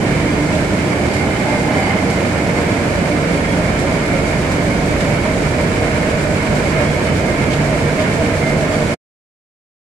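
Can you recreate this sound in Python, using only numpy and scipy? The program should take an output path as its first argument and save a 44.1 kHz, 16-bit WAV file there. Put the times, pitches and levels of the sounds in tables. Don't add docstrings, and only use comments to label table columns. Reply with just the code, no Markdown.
import sys
import numpy as np
from scipy import signal
from scipy.fft import rfft, irfft, next_fast_len
from scipy.io import wavfile
from scipy.ndimage import uniform_filter1d

SR = 44100
rng = np.random.default_rng(int(sys.argv[2]) if len(sys.argv) > 2 else 0)


def file_out(sig):
    cols = np.atleast_2d(sig).T
    lim = np.clip(cols, -1, 1)
    pcm = np.round(lim * 32767).astype(np.int16)
    wavfile.write(sys.argv[1], SR, pcm)


N = 433944
TIME_S = np.arange(N) / SR
MOTOR_HZ, TURNS_PER_SWING, CUT_S = 24.88, 2.991, 8.941


# multiple, crest level in dB at the start and at the end of the walk,
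# node place in m, node spacing in m, node depth in dB.
STANDING_ORDERS = [(2, -35, -30.5, 1.8, 3.1, -21), (6, -30, -26.5, 1.9, 5, -5),
                   (7, -23, -29.5, 1.26, 2.8, -10.5), (8, -25, -35, .6, 2.1, -8),
                   (17, -43, -37.5, 2.03, 3.9, -9), (19, -40, -33, 0.48, 2.6, -14.5)]
# multiple of the shaft rate, level in dB.
WEAK_ORDERS = [(1, -48.5), (3, -40.5), (4, -37), (5, -33.5), (9, -36), (11, -40), (14, -38)]
# frequency in Hz, level in dB.
STEADY_TONES = [(85.2, -37), (154.8, -35), (253.5, -35.5), (295.7, -37), (355.4, -41), (593.1, -38.5),
                (1487.9, -44.5)]
# centre in seconds, gain in dB.
HUM_SURGES = [(.13, 10.5), (.41, 10), (3.21, 15), (4.35, 5), (5.09, 3), (5.21, -6.5), (5.46, 5.5),
              (5.58, -12), (5.68, 6), (6.12, -12), (6.22, 3), (6.54, 8), (6.75, 5), (6.91, 9.5),
              (7.03, -9.5), (7.13, 5.5), (7.19, -4.5), (7.28, 3.5), (7.62, 8.5), (7.71, 2.5), (7.87, 8.5),
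              (8.02, -11), (8.13, 6.5), (8.37, 6.5), (8.54, 3.5), (8.62, 1.5)]
WHINE_SWELLS = [(.27, 10), (1.62, 5), (2.1, 7), (2.72, -2), (3.33, 11), (5.37, 10), (5.85, 6.5), (6.1, 5),
                (6.86, 3.5), (7.15, -2.5), (7.83, 7), (8.06, -6.5), (8.3, 5), (8.62, -4), (8.83, 7)]

def motor(wander_hz, waver_db, throb_db, smear_cycles):
    turns = np.cumsum(MOTOR_HZ + wander_hz * drift(1.5)) / SR
    surges = {6: swells(HUM_SURGES, swell_s=0.033), 19: swells(WHINE_SWELLS, swell_s=0.07)}
    orders = [(k, standing_wave(*wave) * from_db(throb_db * drift(8)) * surges.get(k, 1))
              for k, *wave in STANDING_ORDERS]
    orders += [(k, from_db(db + waver_db * drift(1.5))) for k, db in WEAK_ORDERS]
    tones = [(k * turns + smear_cycles * np.sqrt(k) * drift(5), gain) for k, gain in orders]
    tones += [(hz * TIME_S + 0.17 * drift(3), from_db(db + waver_db * drift(2)))
              for hz, db in STEADY_TONES]
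    return sum(gain * sine(cycles + rng.random()) for cycles, gain in tones)


# frequency in Hz, spectral level in dB.
RUMBLE_SPECTRUM = [(15, -24.5), (38, -18.5), (52, -8), (72, -4.5), (110, -3.5), (148, -4.5), (180, 1),
                   (290, -3.5), (380, -4.5), (520, -5), (620, -7.5), (720, -8.5), (1000, -26.5),
                   (1500, -31), (3000, -66.5)]

def box_rumble():
    return rms_one(shaped(hall_noise(), RUMBLE_SPECTRUM) * from_db(0.5 * drift(20)))


# frequency in Hz, width in Hz, level in dB.
BASE_MODES = [(86, 24, 0.5), (112, 68, -3.2)]
FRAME_MODES = [(249, 34, -6), (296.8, 13, 2.5)]
# centre in seconds, gain in dB.
FRAME_SWELLS = [(.27, 4.5), (.52, 1.5), (.92, 4), (1.9, -5), (2.2, -5.5), (2.85, 5), (3.35, 5.5),
                (4.9, 6.5), (5.42, -8), (6.57, -4.5), (8.45, -4)]

def mounting_ring():
    base = passing(place_m=4, closest_m=1.6, db=-25.5) * panel(BASE_MODES, uneven_db=1.5)
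    frame = passing(place_m=0.3, closest_m=3.0, db=-27) * panel(FRAME_MODES, uneven_db=0.5)
    return base + frame * swells(FRAME_SWELLS, swell_s=0.051)


# frequency in Hz, width in Hz, level in dB.
HOUSING_MODES = [(487, 21, -16.5), (560, 39, -8), (614, 27, -1.5), (649, 35, -3), (709, 30, -11)]
BRACKET_MODES = [(567, 57, 0)]

def housing_throb():
    hum = panel(HOUSING_MODES, uneven_db=-0.5)
    hum_rms = np.sqrt(uniform_filter1d(np.mean(hum ** 2, axis=0), size=SR // 12) + 1e-9)
    housing = passing(place_m=5.6, closest_m=3.8, db=-27) * hum / hum_rms
    bracket = passing(place_m=2.2, closest_m=0.5, db=-32.5) * panel(BRACKET_MODES, uneven_db=2.5)
    return (housing + bracket) * swing(at_s=0.064, depth_db=2.0, every=2)


# peak time in seconds, pitch in Hz, level in dB.
BOOMS = [(.56, 610, -23), (1.5, 862, -26), (1.54, 595, -23), (1.68, 750, -31), (1.72, 632, -25),
         (1.81, 765, -25.5), (1.89, 773, -27.5), (1.98, 631, -25), (2.25, 634, -24.5), (2.97, 570, -23),
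         (3.11, 588, -25), (3.22, 565, -25), (3.4, 580, -25), (3.6, 615, -22), (3.85, 555, -26.5),
         (4.17, 553, -21), (4.67, 576, -27), (4.93, 603, -26.5), (5.1, 575, -23.5), (5.28, 634, -21),
         (5.59, 603, -27), (6.15, 606, -25), (6.3, 592, -24.5), (6.53, 612, -22.5), (6.66, 577, -24.5),
         (6.78, 637, -22), (6.82, 578, -19.5), (7.52, 620, -28.5), (7.66, 643, -25.5), (7.74, 613, -22.5),
         (8.02, 622, -18), (8.21, 644, -21), (8.46, 633, -23.5), (8.63, 631, -23.5), (8.73, 616, -25.5),
         (8.83, 610, -23.5), (8.92, 591, -27)]

def panel_booms():
    return ring_outs(BOOMS, swell_s=0.03, sag_hz_per_s=280, waver_cycles=0.16)


# frequency in Hz, width in Hz, level in dB.
GUARD_MODES = [(790, 43, -3.5), (842, 40, -5.5), (870, 45, -6), (2070, 36, -3.5)]
# frequency in Hz, level in dB.
GUARD_TONES = [(2096, -6), (3026, -20)]

def guard_ring(waver_cycles, flicker_db):
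    ring = panel(GUARD_MODES, uneven_db=1.0)
    for port in range(2):
        for hz, db in GUARD_TONES:
            gain = from_db(db + flicker_db * drift(5.2))
            ring[port] += gain * sine(hz * TIME_S + waver_cycles * drift(25))
    return passing(place_m=1.5, closest_m=0.25, db=-28) * ring


# frequency in Hz, spectral level in dB.
DECK_SPECTRUM = [(300, -19), (600, -5.5), (920, -1), (1150, -3), (1450, -0.5), (1750, 2), (1930, -1),
                 (2300, 0.5), (2550, -5.5), (2850, -8), (3500, -17.5), (5000, -22), (9000, -48)]
# frequency in Hz, width in Hz, level in dB.
DECK_MODES = [(931, 55, 1), (1039, 45, 0.5), (1222, 39, -1.5), (1363, 40, 0.5), (1634, 21, -0.5),
              (1833, 27, 0.5), (2095, 22, 6.5), (2172, 40, 3.5), (2191, 25, 4.5), (2240, 30, -0.5),
              (2300, 44, 2), (2367, 50, -0.5), (2515, 50, -4.5), (3030, 45, -6.5), (3290, 30, -14),
              (4652, 40, -10.5)]
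# centre in seconds, gain in dB.
FLURRIES = [(1.5, 2), (1.8, 2), (1.92, 2), (3.09, 1), (6.08, 1), (6.2, -0.5), (6.43, 1.5), (6.8, 3),
            (7.09, 1.5), (7.52, 0), (8.08, 1.5)]

def ball_rattle():
    patter = impacts(per_s=1000 * swing(at_s=0.038, depth_db=-1.0), spread_db=3.0, t60_s=0.16)
    bounces = impacts(per_s=160 * swing(at_s=0.042, depth_db=0.2), spread_db=1.0, t60_s=0.12)
    rattle = rms_one(shaped(patter, DECK_SPECTRUM) + shaped(bounces, modes=DECK_MODES))
    return passing(place_m=3.67, closest_m=6.6, db=-22.5) * rattle * swells(FLURRIES, swell_s=0.035)


# peak time in seconds, pitch in Hz, level in dB.
JINGLES = [(.04, 3033, -40), (.21, 3028, -40), (.21, 2050, -34), (.33, 3335, -42), (.35, 4630, -43.5),
           (.96, 3011, -42.5), (1.09, 4653, -44.5), (1.18, 2110, -28), (1.17, 4659, -40.5),
           (1.33, 3021, -40.5), (1.46, 2110, -29.5), (1.6, 2110, -31), (1.7, 3026, -41), (1.8, 2104, -28.5),
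           (1.84, 4654, -41), (1.89, 2100, -24.5), (1.89, 3020, -37.5), (1.98, 3028, -38),
           (2.09, 4700, -45), (3.36, 3305, -45), (3.5, 3300, -41), (4.1, 2080, -29), (4.29, 4593, -44),
           (5.44, 4660, -44.5), (6.89, 3300, -41), (7.11, 3011, -40), (8.48, 2094, -25.5),
           (8.72, 3313, -44)]

def fitting_jingles(chatter_db):
    ports = []
    for _ in range(2):
        rings = ring_outs(JINGLES, swell_s=0.045, sag_hz_per_s=0, waver_cycles=0.13)
        ports.append(rings * rms_one(from_db(chatter_db * drift(130))))
    return np.array(ports)


# frequency in Hz, spectral level in dB.
GRIT_SPECTRUM = [(1500, -10), (3000, 0.5), (4000, 1.5), (5000, 1), (6400, -1.5), (8000, -2), (10000, -4.5),
                 (10800, -9), (12000, -11), (13000, -21.5), (14300, -32.5)]

def grit_swish():
    grains = shaped(impacts(per_s=7600, spread_db=0.5, t60_s=0.036), GRIT_SPECTRUM)
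    depth_db = np.interp(TIME_S, [0, CUT_S], [0.3, 1.1]) * (1 + 0.3 * drift(1.7))
    swish = grains * swing(at_s=0.083, depth_db=depth_db) * from_db(0.39 * drift(14))
    return passing(place_m=4.1, closest_m=12, db=-33) * rms_one(swish)


# start in seconds, splash level in dB, ring level in dB.
TICKS = [(1.135, -30, -36.5), (1.80, -39, -38), (2.10, -30, -39.5), (3.79, -32, -45.5), (4.26, -39, -40),
         (4.517, -32, -36), (5.0, -33, -39.5), (5.42, -38.5, -41), (6.55, -33.5, -44.5)]
# frequency in Hz, width in Hz, level in dB.
RIM_MODES = [(2120, 28, 8.5), (3000, 25, -5.5), (3230, 28, -5), (4650, 22, 0)]

def rim_ticks():
    start_s, splash_db, ring_db = np.transpose(TICKS)
    splash = struck(start_s, splash_db, t60_s=0.25) * rms_one(shaped(hall_noise(), GRIT_SPECTRUM))
    ring = struck(start_s, ring_db, t60_s=0.54) * panel(RIM_MODES, uneven_db=4.0)
    return splash + ring


# start in seconds, length in seconds, level in dB.
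SCRAPES = [(0.058, 0.024, -33), (.52, .04, -31.5), (1.485, 0.023, -30), (5.002, .012, -30.5),
           (7.037, 0.036, -36), (7.509, .04, -29.5), (7.993, 0.028, -29.5), (8.716, 0.019, -35)]
# frequency in Hz, spectral level in dB.
SCRAPE_SPECTRUM = [(800, -14), (1500, 1.5), (2800, 5), (4800, -3), (6200, -6.5), (9000, -14), (13000, -34)]

def lump_scrapes(attack_s, release_s):
    envelope = np.zeros(N)
    for start_s, length_s, db in SCRAPES:
        rise = np.clip((TIME_S - start_s) / attack_s, 0, 1)
        fall = np.exp(-np.maximum(TIME_S - start_s - length_s, 0) / release_s)
        envelope += from_db(db) * rise * fall
    catches = impacts(per_s=900, spread_db=4.5, t60_s=0.02)
    return envelope * rms_one(shaped(catches, SCRAPE_SPECTRUM))


# frequency in Hz, width in Hz, level in dB.
RUB_MODES = [(7350, 260, 2), (7800, 260, -6)]

def steel_rub(peak_s, swell_s, db):
    return from_db(db) * bell(TIME_S - peak_s, swell_s) * panel(RUB_MODES, uneven_db=4.5)


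# frequency in Hz, correlation between the two microphone ports.
PORT_CORRELATION = [(60, 0.99), (330, 0.89), (520, 0.66), (720, 0.76), (1000, 0.46), (1250, -0.039),
                    (1700, -.2), (2250, 0.25), (2700, -0.021), (5000, -0.021)]

def hall_noise():
    size = next_fast_len(N)
    left, other = rfft(rng.standard_normal((2, size)))
    alike = np.interp(np.arange(len(left)) * SR / size, *np.transpose(PORT_CORRELATION))
    right = alike * left + np.sqrt(1 - alike ** 2) * other
    return irfft(np.array([left, right]), size)[:, :N]


# time in seconds, distance walked in m.
WALK = [(0, 0.5), (5.7, 4), (8.9, 4.5)]

def walked_m():
    return np.interp(TIME_S, *np.transpose(WALK))


def passing(place_m, closest_m, db):
    return from_db(db) * closest_m / np.hypot(closest_m, walked_m() - place_m)


def standing_wave(start_db, end_db, node_m, spacing_m, depth_db):
    path_m = walked_m()
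    crest = from_db(start_db + (end_db - start_db) * path_m / path_m[-1])
    off_node = np.sin(np.pi * (path_m - node_m) / spacing_m) ** 2
    return crest * np.sqrt(off_node + (1 - off_node) * from_db(depth_db) ** 2)


def swing(at_s, depth_db, every=1):
    swings = (TIME_S - at_s) * MOTOR_HZ / TURNS_PER_SWING
    return from_db(depth_db * np.cos(2 * np.pi * swings / every))


def panel(modes, uneven_db):
    return rms_one(shaped(hall_noise(), modes=modes) * from_db(uneven_db * drift(18)))


def ring_outs(rows, swell_s, sag_hz_per_s, waver_cycles):
    rings, waver = np.zeros(N), waver_cycles * drift(30)
    for peak_s, hz, db in rows:
        span = np.abs(TIME_S - peak_s) < 0.5
        t = TIME_S[span] - peak_s
        cycles = hz * t - 0.5 * sag_hz_per_s * t ** 2 + waver[span] + rng.random()
        rings[span] += from_db(db) * bell(t, swell_s) * sine(cycles)
    return rings


def impacts(per_s, spread_db, t60_s):
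    hits = rng.random(N) < per_s / SR
    strength = from_db(spread_db * np.clip(rng.standard_normal(N), -2, 2))
    power = signal.lfilter([1], [1, -from_db(-60 / (t60_s * SR)) ** 2], hits * strength ** 2 + 1e-18)
    return rms_one(np.sqrt(power) * hall_noise())


def struck(start_s, db, t60_s):
    hits = np.bincount((start_s * SR).astype(int), from_db(db), N)
    return signal.lfilter([1], [1, -from_db(-60 / (t60_s * SR))], hits + 1e-18)


def swells(rows, swell_s):
    coarse_s = TIME_S[::40]
    gain_db = sum(db * bell(coarse_s - centre_s, swell_s) for centre_s, db in rows)
    return np.interp(TIME_S, coarse_s, from_db(gain_db))


def shaped(x, spectrum=(), modes=()):
    size = next_fast_len(N)
    hz = np.arange(size // 2 + 1) * SR / size + 1e-3
    power = sum(from_db(db) ** 2 / (1 + 2 * ((hz - mode_hz) / width_hz) ** 2) ** 2
                for mode_hz, width_hz, db in modes)
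    if len(spectrum):
        knot_hz, db = np.transpose(spectrum)
        power = power + from_db(np.interp(np.log(hz), np.log(knot_hz), db)) ** 2
    return irfft(rfft(x, size) * np.sqrt(power), size)[..., :N]


def drift(per_s):
    knots = rng.standard_normal(int(per_s * N / SR) + 4)
    fine = signal.resample(knots, 10 * len(knots))
    return np.interp(TIME_S * per_s * 10, np.arange(len(fine)), fine)


def bell(offset_s, sigma_s):
    return np.exp(-0.5 * (offset_s / sigma_s) ** 2)


def sine(cycles):
    return np.sqrt(2) * np.sin(2 * np.pi * cycles)


def from_db(db):
    return 10 ** (np.asarray(db) / 20)


def rms_one(x):
    return x / np.sqrt(np.mean(x ** 2) + 1e-20)


def scene():
    mix = from_db(0.37) * motor(wander_hz=0.035, waver_db=2.5, throb_db=1.45, smear_cycles=0.018)
    mix = mix + from_db(-19) * box_rumble()
    mix += mounting_ring() + housing_throb() + panel_booms()
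    mix += guard_ring(waver_cycles=0.2, flicker_db=3.5)
    mix += ball_rattle() + fitting_jingles(chatter_db=3)
    mix += grit_swish() + rim_ticks() + lump_scrapes(attack_s=0.0048, release_s=0.014)
    mix += steel_rub(peak_s=6.25, swell_s=0.21, db=-47)
    cut_db = -60 * np.clip((TIME_S - CUT_S) / 0.025, 0, 3)
    return from_db(1.18 + cut_db) * mix


# frequency in Hz, gain against the right port in dB.
LEFT_PORT = [(60, -2.5), (700, -3), (1200, -2.5), (2200, -7), (3300, -3), (4500, -2.5), (5800, -3.5),
             (7400, 1.5), (8300, -0.5), (9200, -7), (10000, -17.5), (11500, -34)]

def record(dry):
    ports = np.array([shaped(dry[0], LEFT_PORT), dry[1]])
    return signal.sosfilt(signal.ellip(10, 0.1, 90, 14000, fs=SR, output="sos"), ports)


dry = scene()
out = record(dry)
file_out(out)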